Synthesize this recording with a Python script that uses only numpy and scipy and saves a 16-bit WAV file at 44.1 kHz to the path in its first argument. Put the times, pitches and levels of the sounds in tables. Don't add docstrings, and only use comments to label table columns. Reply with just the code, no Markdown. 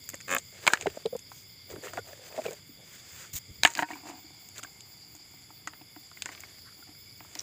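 import sys
import numpy as np
from scipy import signal
from scipy.fft import rfft, irfft, next_fast_len
from scipy.io import wavfile
from scipy.ndimage import uniform_filter1d

SR = 44100
rng = np.random.default_rng(int(sys.argv[2]) if len(sys.argv) > 2 else 0)


def voltage_ratio(level):
    return 10 ** (np.asarray(level, float) / 20)


def to_wav(sig):
    pcm = np.clip(np.atleast_2d(sig), -1, 1) * 32767
    pcm = np.round(pcm).astype(np.int16)
    wavfile.write(sys.argv[1], SR, pcm.T)


N = 327335
T = np.arange(N) / SR

# (pitch [Hz], level [dB])
AIR_COLOUR = [(200, -8.5), (500, 5), (1200, 4.5), (3000, 6), (6000, -46.5), (9000, -23), (13000, -4.5),
              (15500, 3.5)]
# (pitch [Hz], width [Hz], level [dB], flicker [dB])
INSECTS = [
    (2119, 130, -70, 2.5),
    (2260, 120, -70.5, 2),
    (3400, 330, -68, 0.5),
    (3515, 100, -70.5, 2.5),
    (4764, 470, -59, -5),
    (4845, 90, -65, 0.5),
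    (5093, 93, -65, 5.5),
    (7135, 680, -59, 0),
    (9260, 400, -75.5, 2),
    (11250, 1200, -65.5, 1.5),
]
# (time [s], level below 6 kHz [dB], level above [dB])
PHONE_TURNS = [(0.0, 2.5, 0), (1.0, 2, -2.5), (2.0, 1.5, -2), (3.0, 0.6, -4.5), (4.0, 1.4, -1.6),
               (5.0, -1, -2.5), (6.0, 0.9, -2.5), (6.7, 0.3, -2), (7.42, 0, -2.5)]
# (time [s], throbs completed [count])
KATYDID_PACE = [(-.16, 0), (1.12, 6), (1.9, 10), (2.5, 13), (3.58, 18), (3.96, 20), (4.91, 24), (5.78, 28),
                (7.62, 37)]
# (start [s], end [s], first pitch [Hz], last pitch [Hz], level [dB])
BIRD_CALLS = [
    (2.23, 2.315, 6160, 6200, -58),
    (6.302, 6.43, 6100, 6050, -64),
    (6.42, 6.52, 6100, 5630, -66),
]
# (start [s], hardest [s], end [s], level [dB])
SLEEVE = [
    (1.3, 1.378, 1.44, -49),
    (3.331, 3.336, 3.35, -33),
    (3.35, 3.366, 3.389, -29.5),
]
# (pitch [Hz], level [dB])
SLEEVE_COLOUR = [(590, -25), (1000, -21), (2470, -16), (5590, -13), (6870, -2), (10100, -22.5),
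                 (14500, -7.5), (15500, -6)]
# (pitch [Hz], level [dB])
BUFFET_COLOUR = [(15, -78.5), (25, -32), (92, 4), (141, 0.5), (260, -8), (442, -12.5), (640, -23.5),
                 (1320, -110)]
# (time [s], width [s], level [dB])
GRIPS = [
    (.87, 0.078, -50.5),
    (1.749, 0.047, -53),
    (1.98, 0.058, -55),
    (3.35, 0.012, -38),
    (3.504, 0.017, -41),
    (3.648, 0.056, -49),
    (7.2, 0.019, -63.5),
]
# (time [s], peak [dB])
SAP_BEADS = [
    (7.3524, -30),
    (7.3902, -23),
    (7.394, -18.5),
    (7.405, -27),
]
# (pitch [Hz], level [dB], time to fall 60 dB [s])
BEAD_MODES = [(5680, 9, 0.0086), (6200, -4, 0.0065), (4100, 1, 0.0033), (3300, -18, 0.0052)]
# (start [s], hardest [s], end [s], level [dB], pitch [Hz])
SEEPS = [(1.722, 1.738, 1.8, -46.5, 380), (1.827, 1.863, 1.87, -44.5, 477),
         (2.044, 2.083, 2.14, -51.5, 600), (2.19, 2.27, 2.25, -52.5, 492), (2.3, 2.37, 2.405, -47.5, 586),
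         (2.508, 2.529, 2.55, -44, 498), (2.77, 2.85, 2.85, -62, 570), (2.98, 3.037, 3.12, -63.5, 595),
         (3.174, 3.21, 3.28, -56, 1400), (4.587, 4.602, 4.6, -47, 1300), (6.642, 6.679, 6.74, -57.5, 1350),
         (6.143, 6.3, 6.25, -58, 192)]
# (start [s], hardest [s], end [s], level [dB])
RUBS = [
    (3.759, 3.79, 3.79, -33.5),
    (3.893, 3.904, 4.02, -48),
    (4.023, 4.1, 4.2, -46.5),
    (4.187, 4.22, 6.1, -63.5),
    (5.125, 5.16, 5.1, -62.5),
    (6.767, 6.798, 6.82, -60),
    (6.87, 6.89, 6.93, -58),
    (7.203, 7.217, 7.3, -63),
]
# (pitch [Hz], width [Hz], level [dB])
HOLLOW = [(292, 50, 3.5), (751, 90, 1.5), (920, 130, -11), (1380, 270, -14), (2100, 460, -14)]
# (time [s], peak [dB], walls against boom [dB])
KNOCKS = [(3.65, -25.5, 12), (3.793, -28.5, 12.5), (3.8239, -29.5, 17.5), (3.8302, -43, 6),
          (3.889, -49, 10), (3.905, -37, 7.5), (3.928, -37.5, -2), (4.035, -47.5, 5), (4.055, -42.5, 3),
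          (4.068, -50.5, 13), (4.093, -40.5, -3), (4.099, -46, 12), (4.114, -50, 9), (4.132, -52, 4),
          (4.154, -53, 6), (4.243, -48, -17), (4.305, -50.5, 0), (4.632, -47.5, -6), (5.149, -49.5, 0.5),
          (5.197, -57, 4), (5.339, -55.5, 6), (5.504, -54, 11.5), (5.671, -43, -9), (5.73, -63.5, 15),
          (5.812, -48, 3), (5.964, -43, 1), (6.258, -54, -7), (6.29, -50, 7), (6.79, -51.5, -5),
          (6.888, -49, -5), (7.207, -50, 9), (7.357, -45, 5)]
# (pitch [Hz], time to fall 60 dB [s])
CAVITY = (304.3, 0.082)
# (pitch [Hz], level [dB], time to fall 60 dB [s])
WALLS = [(738, -3, 0.04), (890, 6, 0.014)]
# (time [s], peak [dB])
SHEATH_RINGS = [
    (3.6344, -31),
    (3.6503, -17.5),
    (3.673, -35.5),
    (3.792, -27),
    (3.8245, -29.5),
    (3.831, -30.5),
    (3.904, -41),
]
# (pitch [Hz], level [dB], time to fall 60 dB [s])
SHEATH = [(936, -4, 0.15), (965, -12.5, .07), (795, -15.5, 0.041), (937, -17.5, .05), (1051, -9.5, 0.077),
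          (1500, -12, 0.14), (1850, -12.5, 0.024), (2200, -10, 0.056), (2510, -9, 0.083)]
# (time [s], peak [dB], pitch [Hz], length [s])
SQUELCHES = [(0.134, -43, 328.5, 0.014), (0.14, -38, 554, 0.012), (0.65, -39, 940, 0.007),
             (0.812, -33.5, 700, 0.0091), (0.828, -32.5, 430, .012), (0.858, -14, 600, 0.0077),
             (0.867, -16.5, 396, 0.016), (0.971, -27, 600, 0.0074), (1.0536, -19.5, 450, 0.022),
             (1.125, -26, 496, 0.021), (1.15, -25, 492, 0.013), (1.737, -35, 410, 0.017),
             (1.761, -36, 400, 0.013), (1.779, -40.5, 296, 0.017), (1.866, -39, 463, 0.019),
             (1.936, -37.5, 670, 0.01), (1.976, -23, 691, 0.011), (1.987, -32.5, 456, 0.017),
             (2.129, -37.5, 590, 0.0105), (2.378, -28, 587, 0.0073), (2.381, -24, 624, 0.028),
             (2.45, -29, 650, 0.028), (2.458, -23.5, 458, 0.015), (2.481, -30, 520, 0.0066),
             (2.486, -30.5, 424, .015), (2.507, -35, 485, 0.0085), (2.512, -42, 641, 0.023),
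             (2.689, -47, 285, 0.031)]
# (start [s], hardest [s], end [s], effort [dB], wetness [dB])
STROKES = [(0.276, 0.328, 0.4, -51, -3.5), (0.529, 0.735, 1.03, -57, -1.5), (0.673, 0.69, 0.735, -47.5, 0),
           (1.675, 1.712, 1.99, -64.5, 2), (1.824, 1.86, 1.91, -58.5, -1), (1.943, 1.988, 2.005, -61, 1),
           (2.045, 2.09, 2.35, -67, -1.5), (2.212, 2.25, 2.37, -66.5, -2), (2.349, 2.369, 2.46, -60, 0),
           (2.433, 2.454, 2.6, -61, -4), (2.803, 2.954, 3.01, -65, -12.5),
           (2.984, 3.224, 3.31, -60.5, -11.5), (3.208, 3.274, 3.18, -56.5, -18.5),
           (3.633, 3.643, 3.74, -47.5, -4.5), (3.71, 3.817, 3.84, -51.5, -3),
           (3.847, 3.914, 3.99, -61.5, -3.5), (4.051, 4.076, 4.14, -62, -1.5),
           (4.554, 4.596, 4.6, -55.5, -4.5), (4.656, 4.644, 4.55, -58, -9), (6.157, 6.308, 6.6, -65, 0),
           (6.63, 6.673, 6.6, -64, 2.5), (7.22, 7.374, 13.5, -67.5, -1)]
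# (pitch [Hz], level [dB])
PULP = [(150, -44.5), (350, 1), (600, 1.5), (1000, -12), (2000, -47)]
# (pitch [Hz], level [dB])
FIBRE = [(600, -20.5), (1100, -10), (1800, -3.5), (3000, -8.5), (4500, -12.5), (6000, -29)]
# (pitch [Hz], level [dB])
FINE = [(3000, -23), (5500, -5), (7200, 6.5), (8800, -8.5), (12500, -16), (15000, -2)]
# (pitch [Hz], level [dB], time to fall 60 dB [s])
STRAND = [(264, -19.5, .05), (558, -12.5, 0.04), (700, -17.5, 0.046), (860, -15.5, 0.036), (1167, -4, .016),
          (1313, -6, 0.023), (1645, -0.5, 0.016), (1740, -7.5, 0.019), (2200, -5.5, 0.017),
          (2476, 0.5, 0.011), (3050, -6, .01), (3560, -8, 0.0096)]
# (pitch [Hz], level [dB], time to fall 60 dB [s])
SLIP_TICK = [(4300, -6.5, 0.0051), (5860, -1.5, .004), (7200, 13, .008), (8460, -3.5, .004)]
# (time [s], peak [dB], width [s])
POPS = [(0.6675, -10, .0001), (0.678, 1, .00009), (0.735, 1, .0001), (0.8696, -12, .00015),
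        (3.6343, -5, .00005), (3.6348, -1, .00005), (3.6501, -4, .00014), (3.7913, -12, .00014),
        (3.7993, -18, .00012), (3.8247, -15, .00016), (3.8309, -15, .00014)]
# (time [s], peak [dB], pitch [Hz], time to fall 60 dB [s])
JABS = [(0.702, -19.5, 1550, .03), (0.7356, -4, 1708, 0.011), (0.8684, -18, 1920, 0.0091),
        (1.7297, -43.5, 1350, .015), (1.836, -39.5, 1690, 0.022), (1.8803, -34.5, 1860, .012),
        (1.884, -36, 2800, 0.006), (1.9597, -48, 1530, .012), (1.984, -31.5, 1500, .03),
        (2.0869, -44, 1500, .015), (2.325, -45, 2400, 0.013), (2.377, -38, 2340, .015),
        (2.452, -38, 1670, .02), (2.457, -34, 2580, .015), (2.482, -36, 2350, .03), (2.51, -43, 1527, .015),
        (3.773, -25, 1615, 0.024), (3.7912, -11.5, 1780, 0.008), (3.7995, -24, 1720, .012),
        (3.824, -18.5, 1850, .011), (3.8303, -19.5, 1720, 0.013), (3.845, -32, 1710, 0.014),
        (3.888, -35.5, 2200, .015), (3.911, -30.5, 1860, .014), (3.918, -36, 2100, .014),
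        (3.934, -32, 2296, 0.013), (3.956, -39, 940, .02), (4.005, -49, 2260, 0.0096),
        (6.876, -51, 1800, 0.01), (6.95, -51, 1500, 0.0096), (0.134, -41, 1900, .02),
        (0.6766, -7.5, 2200, 0.016), (3.6505, -2, 2300, 0.012), (3.6529, -4, 1700, 0.014),
        (4.632, -35, 1370, 0.023), (4.6475, -33.5, 1500, 0.015), (4.67, -47, 2200, .015),
        (5.6742, -29.5, 1890, 0.014), (6.1155, -40.5, 1290, .01), (6.1722, -37, 2010, .01),
        (6.259, -25.5, 1880, 0.012), (6.2896, -33, 1970, .011), (6.317, -42, 2100, 0.014),
        (6.3498, -40, 2200, 0.016), (6.377, -41.5, 2200, .015), (6.4352, -35.5, 2170, 0.014),
        (6.8254, -45, 1450, 0.016)]
# (multiple of pitch [ratio], level [dB])
JAB_MODES = [(.53, -6), (.8, -5), (1, 6), (1.42, -8.5), (2.3, -14)]
# (time [s], peak [dB], body pitch [Hz], crack against body [dB])
SNAPS = [(0.1426, -29, 1490, 8.5), (0.2045, -39, 2000, 8), (0.211, -37, 1720, 9.5),
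         (0.384, -24.5, 3480, 11.5), (0.6676, -9.5, 2110, -3), (0.676, -8, 1910, 7.5),
         (0.7353, -8.5, 4100, 4.5), (0.811, -22.5, 2280, 5.5), (0.824, -23.5, 1890, 6),
         (1.871, -29.5, 1280, -9), (1.935, -28.5, 1240, 3), (2.364, -31.5, 2270, -8),
         (2.4634, -27.5, 2260, -9), (3.661, -10, 1783, 3.5), (3.6736, -9.5, 1500, 4),
         (3.703, -36, 2170, 17.5), (3.737, -25, 4330, 5.5), (4.089, -38, 1120, 4), (4.581, -31, 3400, 8),
         (4.6314, -29, 3860, -1), (4.6355, -29.5, 2820, 8), (4.807, -34, 3560, 3.5), (5.674, -24, 1140, 4),
         (6.2217, -16, 3090, 1), (6.258, -28, 3540, 10)]
# (time [s], peak [dB], body pitch [Hz], crack against body [dB])
TEARS = [(0.6788, -10.5, 1038, -14), (0.7547, -23.5, 1500, -12.5), (0.8671, -25, 1650, -22),
         (1.0593, -24, 3300, -5), (1.974, -24, 1500, -12), (3.6343, -6.5, 4050, -12), (3.65, 3, 2270, 0),
         (3.7518, -14.5, 4300, -1.5), (3.7521, -22, 2530, -14.5), (3.7737, -16.5, 4250, -13),
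         (3.792, -22.5, 2400, -13), (3.8243, -31.5, 2400, -12)]
# (time [s], peak [dB], body pitch [Hz], crack against body [dB])
SPLINTERS = [
    (0.0906, -31.5, 1790, 9),
    (0.1006, -38.5, 2057, 10),
    (6.405, -41, 2110, 9),
    (7.3533, -25.5, 3650, -3.5),
]
# (time [s], peak [dB], tick against body [dB])
HAIRS = [(0.0408, -41.5, -15), (0.1543, -40.5, -6), (0.311, -29, -11.5), (0.3483, -33.5, 7.5),
         (0.9572, -46, -18.5), (1.1658, -38.5, -9.5), (1.192, -38, -20), (1.702, -46, -17),
         (2.509, -38, -12.5), (2.532, -37, -22), (3.7805, -28.5, -12.5), (3.799, -32.5, -13),
         (3.824, -36.5, -13), (4.4884, -41, -8.5), (4.561, -47, -17), (5.1514, -41, -11),
         (5.165, -44.5, -27), (5.4225, -50, -13), (7.182, -51, -14), (7.238, -49, -9)]
# (time [s], peak [dB], pitch [Hz])
PLUCKS = [(0.204, -40, 1790), (0.7732, -19.5, 1594), (1.3174, -36, 970), (1.761, -39.5, 1465),
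          (2.132, -37.5, 1590), (2.4185, -36.5, 2327), (3.9035, -43, 960), (3.9116, -35, 960),
          (3.9783, -43, 1870), (5.505, -41.5, 884), (5.735, -36.5, 1430), (5.8162, -42, 2200),
          (5.962, -41.5, 1710), (6.114, -39.5, 3400), (6.291, -33.5, 1030), (6.318, -42, 3900),
          (6.35, -35.5, 3700), (6.437, -40.5, 890), (7.205, -38.5, 1700), (7.2492, -42, 920)]
# (pitch [Hz], level [dB])
PHONE_PORT = [(3000, 0.5), (4900, 1), (5850, -7), (6600, 3), (9000, -6), (14000, -4.5)]
# (pitch [Hz], level [dB])
STALK_COLOUR = [(380, -0.5), (500, -6.5), (640, -0.5), (2900, 2), (3350, -1.5), (3800, 1)]


def evened(x):
    return x / np.sqrt(np.mean(x ** 2) + 1e-20)


def peaked(x):
    return x / (abs(x).max() + 1e-12)


def add(mix, s, sound):
    part = mix[round(s * SR):][:len(sound)]
    part += sound[:len(part)]


def curves(rows):
    s, *columns = np.transpose(rows)
    return [np.interp(T, s, column) for column in columns]


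def coloured(x, points):
    hz, db = np.transpose(points)
    size = next_fast_len(len(x))
    bins = np.fft.rfftfreq(size, 1 / SR)
    gain = voltage_ratio(np.interp(np.log(bins + 1), np.log(hz), db))
    return evened(irfft(rfft(x, size) * gain, size)[:len(x)])


def recoloured(x, points):
    return coloured(x, points) * np.sqrt(np.mean(x ** 2))


def resonate(x, hz, width):
    r = np.exp(-np.pi * width / SR)
    return signal.lfilter([1, 0, -r], [1, -2 * r * np.cos(2 * np.pi * hz / SR), r * r], x)


def wobble(hz):
    smooth = [1, -np.exp(-2 * np.pi * hz / SR)]
    once = signal.lfilter([1], smooth, rng.standard_normal(N))
    return evened(signal.lfilter([1], smooth, once))


def ring(modes, t):
    return sum(voltage_ratio(db - 60 * t / t60) * np.sin(2 * np.pi * hz * t) for hz, db, t60 in modes)


def stroke(start, hardest, end, db, edge_db):
    levels = [db + edge_db, db, db + edge_db]
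    return voltage_ratio(np.interp(T, [start, hardest, end], levels, -200, -200))


def insects():
    low_db, high_db = curves(PHONE_TURNS)
    out = voltage_ratio(-62) * coloured(rng.standard_normal(N), AIR_COLOUR)
    for hz, width, db, flicker_db in INSECTS:
        band = resonate(rng.standard_normal(N), hz, 1.25 * width)
        band = resonate(band, hz, 1.25 * width)
        turn_db = low_db if hz < 6000 else high_db
        flicker = np.clip(flicker_db, -1.6, 1.6) * wobble(25)
        drift = 1.6 * wobble(1.5)
        out += voltage_ratio(db + flicker + drift + turn_db) * evened(band)
    throbs, = curves(KATYDID_PACE)
    throb_db = 7.5 * np.cos(2 * np.pi * throbs)
    throb_db += 1.5 * np.cos(2 * np.pi * 52.5 * T) + 1.2 * wobble(3)
    wing_colour = [(11500, -42.5), (13000, -11.0), (14300, 9.5), (15200, 16.5), (16500, 2.5)]
    wing = coloured(rng.standard_normal(N), wing_colour)
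    return out + voltage_ratio(-64.0 + throb_db) * wing


def bird():
    out = np.zeros(N)
    for start, end, from_hz, to_hz, db in BIRD_CALLS:
        hz = np.linspace(from_hz, to_hz, round((end - start) * SR))
        whistle = np.sin(2 * np.pi * np.cumsum(hz) / SR)
        add(out, start, voltage_ratio(db) * whistle * np.hanning(len(hz)))
    return out


def handling():
    cloth = coloured(rng.standard_normal(N) * voltage_ratio(1.1 * wobble(140)), SLEEVE_COLOUR)
    lumps = coloured(rng.standard_normal(N) * voltage_ratio(1.0 * wobble(5.3)), BUFFET_COLOUR)
    grips = sum(voltage_ratio(db) * np.exp(-((T - s) / width) ** 2) for s, width, db in GRIPS)
    brush = uniform_filter1d(sum(stroke(*row, -6.5) for row in SLEEVE), 180)
    thud_hz = 83.7
    thud = np.sin(2 * np.pi * thud_hz * T + 1.8 * wobble(16))
    thuds = grips * (0.94 * thud + 0.3 * lumps)
    breeze = voltage_ratio(-59 - 3 * T / T[-1]) * lumps
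    return brush * cloth + breeze + thuds


def beads():
    out = np.zeros(N)
    burst = resonate(ring(BEAD_MODES, np.arange(900) / SR), 3390, 4920)
    pop = peaked(np.diff(burst, prepend=0))
    for s, db in SAP_BEADS:
        add(out, s, voltage_ratio(db) * pop)
    return out


def seeps():
    out = np.zeros(N)
    flow = rng.standard_normal(N) * voltage_ratio(3.5 * wobble(38))
    for *move, hz in SEEPS:
        gap = resonate(resonate(flow, hz, 0.5 * hz), hz, 0.65 * hz)
        out += stroke(*move, -9.0) * evened(gap)
    return out


def rubs():
    drag = rng.standard_normal(N) * voltage_ratio(2.6 * wobble(60))
    hollow = sum(voltage_ratio(db) * evened(resonate(drag, hz, width)) for hz, width, db in HOLLOW)
    effort = uniform_filter1d(sum(stroke(*row, -9.0) for row in RUBS), 200)
    return effort * evened(hollow)


def knocks():
    out, t = np.zeros(N), np.arange(8000) / SR
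    cavity_hz, cavity_t60 = CAVITY
    boom = peaked(ring([(cavity_hz, 0, cavity_t60)], t) * (1 - np.exp(-t / 0.0015)))
    walls = peaked(ring(WALLS, t) * (1 - np.exp(-t / 0.0014)))
    for s, db, walls_db in KNOCKS:
        add(out, s, voltage_ratio(db) * (boom + voltage_ratio(walls_db) * walls))
    for (s, db), luck in zip(SHEATH_RINGS, rng.standard_normal(len(SHEATH_RINGS))):
        add(out, s, voltage_ratio(db) * ring(SHEATH, t * (1 + 0.006 * luck)))
    return out


def squelch():
    out = np.zeros(N)
    for (s, db, hz, length), grit in zip(SQUELCHES, rng.standard_normal((len(SQUELCHES), 3000))):
        t = np.arange(len(grit)) / SR
        u = t / np.clip(length, 0.005, 0.06)
        rough = evened(resonate(resonate(grit, hz, 0.4 * hz), hz, 0.58 * hz))
        glide = np.sin(2 * np.pi * hz * t * (1 + 0.0057 * u))
        push = np.sin(2 * np.pi * 0.4 * hz * t)
        tone = glide + 0.43 * rough + 0.22 * push
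        add(out, s, voltage_ratio(db) * peaked(tone * u ** 1.6 * np.exp(-5.5 * u)))
    return out


def rustle():
    out, clumps, levels, grit = np.zeros(N), wobble(31), np.zeros((3, N)), np.ones(N)
    for start, hardest, end, db, wet_db in STROKES:
        shares = voltage_ratio(np.array([[wet_db], [0], [-0.3 * wet_db + 1.5]]))
        levels += shares * stroke(start, hardest, end, db, -12.5)
        grit[round(start * SR):round(end * SR)] = voltage_ratio(0.97 * wet_db)
    levels = uniform_filter1d(levels, 500, axis=1)
    for level, colour, grains_per_s in zip(levels, (PULP, FIBRE, FINE), (500.0, 900.0, 2200.0)):
        moments = rng.random(N) < grains_per_s / SR
        sizes = voltage_ratio(3.4 * np.minimum(rng.exponential(1, N), 2.3))
        grains = moments * sizes * rng.standard_normal(N)
        mix = grit * evened(grains) + 0.78 * rng.standard_normal(N)
        mix = mix / np.sqrt(grit ** 2 + 1.0)
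        out += level * voltage_ratio(10.5) * coloured(mix * voltage_ratio(2.77 * grit * clumps), colour)
    return out


def creak():
    slips, slip_s, swell_s = 8, 0.011, 0.00085
    out, t, k = np.zeros(N), np.arange(1500) / SR, np.arange(slips)
    gaps = slip_s + 0.0033 * np.maximum(k - 4.5, 0)
    starts = 0.2813 + np.cumsum(gaps) - gaps
    levels = voltage_ratio(-12.5 - 16 * np.exp(-k / 2.6))
    swell = 0.23 + 1.0 * (1 - np.exp(-(t / swell_s) ** 2))
    strand = peaked(ring(STRAND, t) * swell) + voltage_ratio(-2.5) * peaked(ring(SLIP_TICK, t))
    habit = rng.standard_normal(170)
    for s, level, grit in zip(starts, levels, rng.standard_normal((slips, 170))):
        jerk = (0.02 * habit + 0.025 * grit) * np.hanning(len(grit))
        jerk = jerk + (t[:170] == 0)
        add(out, s, level * peaked(np.convolve(jerk, strand)))
    return out


def pops():
    out, t = np.zeros(N), np.arange(300) / SR
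    echo_s, echo_db = 0.00126, -2.5
    for s, db, width in POPS:
        u = t / max(width, 4e-5)
        push = voltage_ratio(db) * peaked(u * (2 - u) * np.exp(-u))
        add(out, s, push)
        add(out, s + echo_s, voltage_ratio(echo_db) * push)
    return out


def jabs():
    out, t = np.zeros(N), np.arange(2000) / SR
    lucks = rng.standard_normal((len(JABS), len(JAB_MODES), 2))
    scatters = rng.standard_normal((len(JABS), 900))
    for (s, db, hz, t60), luck, scatter in zip(JABS, lucks, scatters):
        modes = []
        for (k, k_db), (pitch_luck, level_luck) in zip(JAB_MODES, luck):
            mode_hz = hz * k * (1 + 0.03 * pitch_luck)
            modes.append((mode_hz, k_db + 1.8 * level_luck, max(t60, 0.005) / np.sqrt(k)))
        paths = (t[:900] == 0) + voltage_ratio(-22 - 60 * t[:900] / 0.036) * scatter
        crack = ring(modes, t) * (1 - np.exp(-t / 0.0002))
        add(out, s, voltage_ratio(db) * peaked(np.convolve(crack, paths)))
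    return out


def snap(noise, hz, crack_db, tick_db, damping, t60):
    t, t60 = np.arange(noise.shape[1]) / SR, np.clip(t60, 0.006, 0.15)
    fall = voltage_ratio(-60 * t / t60) + voltage_ratio(-16.0 - 60 * t / (5.5 * t60))
    tearing = noise * (1 + 0.71 * np.exp(-t / 0.00049))
    a, b, c = tearing + 8.2 * (t == 0)
    body = resonate(resonate(a * fall, hz, damping * hz), 0.67 * hz, 2.6 * damping * hz)
    crack = resonate(resonate(b * fall, 6620, 2700), 7450, 2000)
    tick = resonate(resonate(c * fall ** 1.5, 14700, 6000), 14700, 6000)
    return peaked(body) + voltage_ratio(crack_db) * peaked(crack) + voltage_ratio(tick_db) * peaked(tick)


def snaps():
    # (time [s], peak [dB], pitch [Hz], crack [dB], tick [dB], damping)
    rows = [(s, db, hz, crack - 5.0, -12 + 0.3 * crack, 0.75) for s, db, hz, crack in SNAPS]
    rows += [(s, db, hz, crack - 5.5, -12.5 + 0.3 * crack, 0.7) for s, db, hz, crack in TEARS]
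    rows += [(s, db, hz, crack, crack + 6.5, 0.8) for s, db, hz, crack in SPLINTERS]
    rows += [(s, db - 4.0, 2600, 9.5, tick + 23.5, 0.8) for s, db, tick in HAIRS]
    rows += [(s, db, hz, -20.5, -28.5, 0.58) for s, db, hz in PLUCKS]
    out = np.zeros(N)
    for (s, db, hz, *edge), noise in zip(rows, rng.standard_normal((len(rows), 3, 4000))):
        t60 = 0.018 * (hz / 2000) ** -0.43
        add(out, s, voltage_ratio(db) * snap(noise, hz, *edge, t60))
    return out


def scene():
    hand = snaps() + creak() + squelch() + knocks() + jabs() + rubs() + pops() + seeps()
    no_bass = signal.butter(2, 130, "high", fs=SR, output="sos")
    hand = recoloured(signal.sosfilt(no_bass, hand), PHONE_PORT)
    rest = beads() + handling() + insects() + bird()
    hand = hand + rustle()
    reach_s = 3.45
    hand = np.where(T < reach_s, hand, recoloured(hand, STALK_COLOUR))
    return (hand + rest)[None]


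def roll_off(x):
    return signal.sosfilt(signal.butter(12, 16800, fs=SR, output="sos"), x)


def record(dry):
    power_db = 10 * np.log10(abs(uniform_filter1d(dry[0] ** 2, 200)) + 1e-12)
    fall = T * 60.0
    held_db = np.maximum.accumulate(power_db + fall) - fall
    over_db = np.maximum(held_db + 26.0, 0)
    ducked = dry / voltage_ratio(0.34 * signal.lfilter(np.ones(900) / 900, 1, over_db))
    limited = np.tanh(ducked)
    edge = signal.firwin(511, 15500, window=("kaiser", 5), fs=SR)
    mix = signal.oaconvolve(limited, edge[None], "same")
    return roll_off(mix)


dry = scene()
out = record(dry)
to_wav(out)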